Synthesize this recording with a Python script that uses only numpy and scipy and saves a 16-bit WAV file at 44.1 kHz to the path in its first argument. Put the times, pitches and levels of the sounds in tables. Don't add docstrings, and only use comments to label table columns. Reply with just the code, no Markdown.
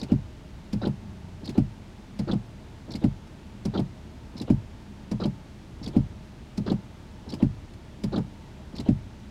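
import sys
import numpy as np
from scipy import signal
from scipy.fft import rfft, irfft, next_fast_len
from scipy.io import wavfile

SR = 44100
rng = np.random.default_rng(int(sys.argv[2]) if len(sys.argv) > 2 else 0)


def dump(signal):
    limited = np.clip(np.atleast_2d(signal).T, -1, 1)
    pcm = np.round(limited * 32767).astype(np.int16)
    wavfile.write(sys.argv[1], SR, pcm)


N = 410130

FIRST_TURN_S, CYCLE_S = .1198, 1.4615
FAR_AFTER_S = .4

# freq_hz, relative_db
AIR_SPECTRUM = [(18, -34), (30, -14), (42, -10), (52, -3.5), (75, -1.5), (110, 0.5), (220, -6.5), (340, -9),
                (470, -18), (800, -20), (1100, -23.5), (3500, -29.5), (6700, -37), (9500, -43.5),
                (15900, -54.5)]
# freq_hz, width_hz, level_db
CABIN_RESONANCES = [(205.2, 39, -54), (623.6, 46, -67), (885, 124, -65.5)]
# pitch_hz, level_db
IDLE_PARTIALS = [(35, -54.5), (70, -53.5)]
# start_s, level_db
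RAINDROPS = [(2.555, -72), (3.272, -61.5), (7.735, -59.5), (9.192, -65)]
# freq_hz, relative_db
WATER_SPECTRUM = [(500, -13), (1500, -5.5), (2200, 4.5), (3200, 0), (5000, 6.5), (6000, -4.5), (7200, -2.5),
                  (8400, -7), (9800, -7.5), (12000, -14.5), (16000, -22)]
# freq_hz, relative_db
SCUFF_SPECTRUM = [(150, -31.5), (330, 8.5), (420, 2), (500, -0.5), (620, -3.5), (730, -7.5), (860, -6),
                  (1100, -15.5), (1400, -19.5), (2000, -29.5), (3000, -26.5), (6000, -80)]
# offset_s, length_s, level_db
CYCLE_SCUFFS = [(-.168, 0.058, -48), (-.107, 0.029, -42), (-.031, .02, -37.5), (-.008, 0.0057, -30.5),
                (.607, 0.015, -36.5), (.692, 0.032, -33), (.729, 0.024, -34.5), (.746, .007, -31)]
# offset_s, length_s, level_db, pitch_hz
CYCLE_SQUELCHES = [(-.141, 0.025, -49, 4600), (-.109, .006, -40, 4140), (-.093, 0.013, -51, 4450),
                   (-.04, .03, -57.5, 3440), (-.006, 0.0033, -40.5, 2270), (.607, 0.007, -46, 4800),
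                   (.693, 0.028, -48.5, 4070), (.7285, 0.012, -39, 3740)]
# offset_s, length_s, level_db
CYCLE_SPRAYS = [(-.129, 0.0042, -43.5), (-.109, .005, -52.5), (-.094, 0.0081, -44.5), (-.008, 0.0096, -50),
                (.605, 0.0074, -43), (.7475, 0.0065, -47)]
# offset_s, impulse_db, contact_s
CYCLE_KNOCKS = [(-.151, -18.5, .0007), (-.094, -14, 0.00036), (-.0003, 2, 0.00038), (0.614, -8, 0.00049),
                (0.7132, -12, 0.00043), (.734, -14, 0.00025), (0.7504, -8, 0.00016)]
# freq_hz, gain_db, t60_s, rise_s
GLASS_MODES = [(43.4, -32, 0.34, 0.0017), (92.4, -30.5, 0.39, 0.0026), (112.6, -17.5, 0.43, 0.0061),
               (142, -8.5, 0.15, 0.032), (183.4, -22.5, 0.19, 0.017), (207.2, -7.5, 0.11, 0.008),
               (239.8, 4.0, 0.054, 0.01), (284.3, -6, 0.079, 0.0075), (330, -25, 0.097, 0.0088),
               (374, -28, 0.14, 0.0043), (589, -23, 0.08, 0.00074), (749, -18.5, 0.047, 0.0021)]
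# freq_hz, extra_db
FAR_MODE_WEIGHTS = [(45, 1.5), (110, 0.5), (141, 2.5), (183, 8), (208, 5.5), (241, -3), (290, -4),
                    (600, -3)]


def undb(db):
    return 10 ** (np.asarray(db) / 20)


def unit(x):
    return x / np.sqrt(np.mean(x ** 2) + 1e-18)


def add(track, start_s, sound):
    start = int(start_s * SR)
    lo, hi = max(start, 0), min(start + len(sound), N)
    if hi > lo:
        track[lo:hi] += sound[lo - start:hi - start]


def colour(x, spectrum):
    hz, db = np.transpose(spectrum)
    size = next_fast_len(len(x))
    bins_hz = np.maximum(np.fft.rfftfreq(size, 1 / SR), 1)
    gain = unit(undb(np.interp(np.log(bins_hz), np.log(hz), db)))
    return irfft(rfft(x, size) * gain, size)[:len(x)]


def resonate(x, hz, width_hz):
    b, a = signal.iirpeak(min(hz, .45 * SR), hz / width_hz, fs=SR)
    return signal.lfilter(b, a, signal.lfilter(b, a, x))


def drift(rate_hz):
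    knots = rng.standard_normal(400)
    return np.interp(np.arange(N) / SR * rate_hz, np.arange(len(knots)), knots)


def grains(length_s, spread_db=2.5, taper=.35, grain_rate_hz=2000):
    count = max(int(length_s * SR), 32)
    scatter, noise = rng.standard_normal((2, count))
    sizes = np.repeat(undb(spread_db * scatter), int(SR / grain_rate_hz))[:count]
    return unit(noise * sizes * signal.windows.tukey(count, taper))


def slip(length_s, attack_s, release_s):
    friction = grains(length_s=.15, taper=.02)
    t = np.arange(len(friction)) / SR
    attack = np.minimum(t / attack_s, 1) ** 2
    release = np.exp(-np.maximum(t - length_s, 0) / release_s)
    return friction * attack * release


def cycle_starts_s():
    return np.arange(FIRST_TURN_S, N / SR, CYCLE_S)


def every_cycle(rows, scatter_db=1.17):
    for cycle_s in cycle_starts_s():
        for offset_s, *columns in rows:
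            yield cycle_s + offset_s, undb(scatter_db * rng.standard_normal()), columns


def cabin_air(rush_db=-45.5, rumble_db=-54, swell_db=4.5, flicker_db=3):
    air = unit(colour(rng.standard_normal(N), AIR_SPECTRUM)) * undb(rush_db)
    rumble = unit(resonate(rng.standard_normal(N), hz=65, width_hz=64))
    air += rumble * undb(rumble_db + swell_db * drift(7.1))
    for hz, width_hz, level_db in CABIN_RESONANCES:
        band = unit(resonate(rng.standard_normal(N), hz, width_hz))
        air += band * undb(level_db + flicker_db * drift(8.6))
    return air


def engine_idle(speed_spread=.0432, throb_db=1):
    engine_time_s = np.cumsum(1 + speed_spread * drift(8)) / SR
    out = np.zeros(N)
    for pitch_hz, level_db in IDLE_PARTIALS:
        tone = np.sqrt(2) * np.sin(2 * np.pi * pitch_hz * engine_time_s)
        out += tone * undb(level_db + throb_db * drift(7.3))
    return out


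def sinking_hum(start_s=.9, length_s=.58, pitch_hz=99, sag_hz_per_s=22.7, level_db=-43.5, octave_db=-3):
    out = np.zeros(N)
    t = np.arange(int(length_s * SR)) / SR
    phase = 2 * np.pi * np.cumsum(pitch_hz - sag_hz_per_s * t) / SR
    tone = np.sin(phase) + undb(octave_db) * np.sin(2 * phase)
    add(out, start_s, tone * signal.windows.tukey(len(t), .6) * undb(level_db))
    return out


def raindrops(length_s=.011):
    ticks = np.zeros(N)
    for start_s, level_db in RAINDROPS:
        add(ticks, start_s, grains(length_s) * undb(level_db))
    return colour(ticks, WATER_SPECTRUM)


def blade_creaks(offset_s=.704, length_s=.024, pitch_hz=1320, spread=.061, judder_hz=135, level_db=-45):
    out = np.zeros(N)
    for cycle_s in cycle_starts_s():
        drag = grains(length_s)
        judder = 1 - (np.arange(len(drag)) / SR * judder_hz) % 1
        hz = pitch_hz * (1 + spread * rng.standard_normal())
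        creak = resonate(np.pad(drag * judder, (0, 400)), hz, width_hz=380)
        add(out, cycle_s + offset_s, unit(creak) * undb(level_db))
    return out


def water_spray(attack_s=.0065, release_ratio=1.23):
    flicks = np.zeros(N)
    for start_s, gain, (length_s, level_db) in every_cycle(CYCLE_SPRAYS):
        flick = slip(length_s, attack_s, release_ratio * length_s)
        add(flicks, start_s, flick * undb(level_db) * gain)
    return colour(flicks, WATER_SPECTRUM)


def lip_squelches(attack_s=.0049, release_s=.0042, ratios=(.9, 1, 1.1), spread=.049, width_hz=600):
    out = np.zeros(N)
    for start_s, gain, (length_s, level_db, pitch_hz) in every_cycle(CYCLE_SQUELCHES):
        resonances_hz = pitch_hz * rng.normal(ratios, spread)
        drag = slip(length_s, attack_s, release_s)
        lip = sum(resonate(drag, hz, width_hz) for hz in resonances_hz)
        add(out, start_s, unit(lip) * drag.std() * undb(level_db) * gain)
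    return out


def rubber_scuffs(attack_s=.0044, release_s=.016):
    drags = np.zeros(N)
    for start_s, gain, (length_s, level_db) in every_cycle(CYCLE_SCUFFS):
        add(drags, start_s, slip(length_s, attack_s, release_s) * undb(level_db) * gain)
    return colour(drags, SCUFF_SPECTRUM)


def glass_boom(force, far, ring_s=.7):
    t = np.arange(int(ring_s * SR)) / SR
    ring = np.zeros(len(t))
    for hz, gain_db, t60_s, rise_s in GLASS_MODES:
        place_db = np.interp(hz, *np.transpose(FAR_MODE_WEIGHTS)) if far else 0
        envelope = (1 - np.exp(-t / rise_s)) * undb(-60 * t / t60_s)
        ring += undb(gain_db + place_db) * envelope * np.sin(2 * np.pi * hz * t)
    return signal.fftconvolve(force, ring)[:N]


def arm_knocks(far, scatter_db, jitter_s, rebound_s=.02262, rebound_db=-3, rebound_contact_s=.0011):
    force = np.zeros(N)
    t = np.arange(-256, 256) / SR
    rows = [row for row in CYCLE_KNOCKS if (row[0] > FAR_AFTER_S) == far]
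    for start_s, gain, (impulse_db, contact_s) in every_cycle(rows, scatter_db):
        strike = (start_s, impulse_db, contact_s)
        rebound = (start_s + rebound_s, impulse_db + rebound_db, rebound_contact_s)
        for hit_s, hit_db, sigma_s in strike, rebound:
            push = np.exp(-.5 * (t / sigma_s) ** 2)
            add(force, rng.normal(hit_s, jitter_s) + t[0], push / push.sum() * undb(hit_db) * gain)
    return glass_boom(force, far)


def scene():
    background = cabin_air() + engine_idle() + sinking_hum() + raindrops()
    rubber = blade_creaks() + water_spray() + lip_squelches() + rubber_scuffs()
    foot_knocks = arm_knocks(far=False, scatter_db=.4, jitter_s=.0001)
    far_knocks = arm_knocks(far=True, scatter_db=.5, jitter_s=.0005)
    return (background + rubber + foot_knocks + far_knocks)[None]


def record(dry, cutoff_hz=15850):
    return signal.sosfilt(signal.ellip(10, .1, 80, cutoff_hz, fs=SR, output="sos"), dry)


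dry = scene()
out = record(dry)
dump(out)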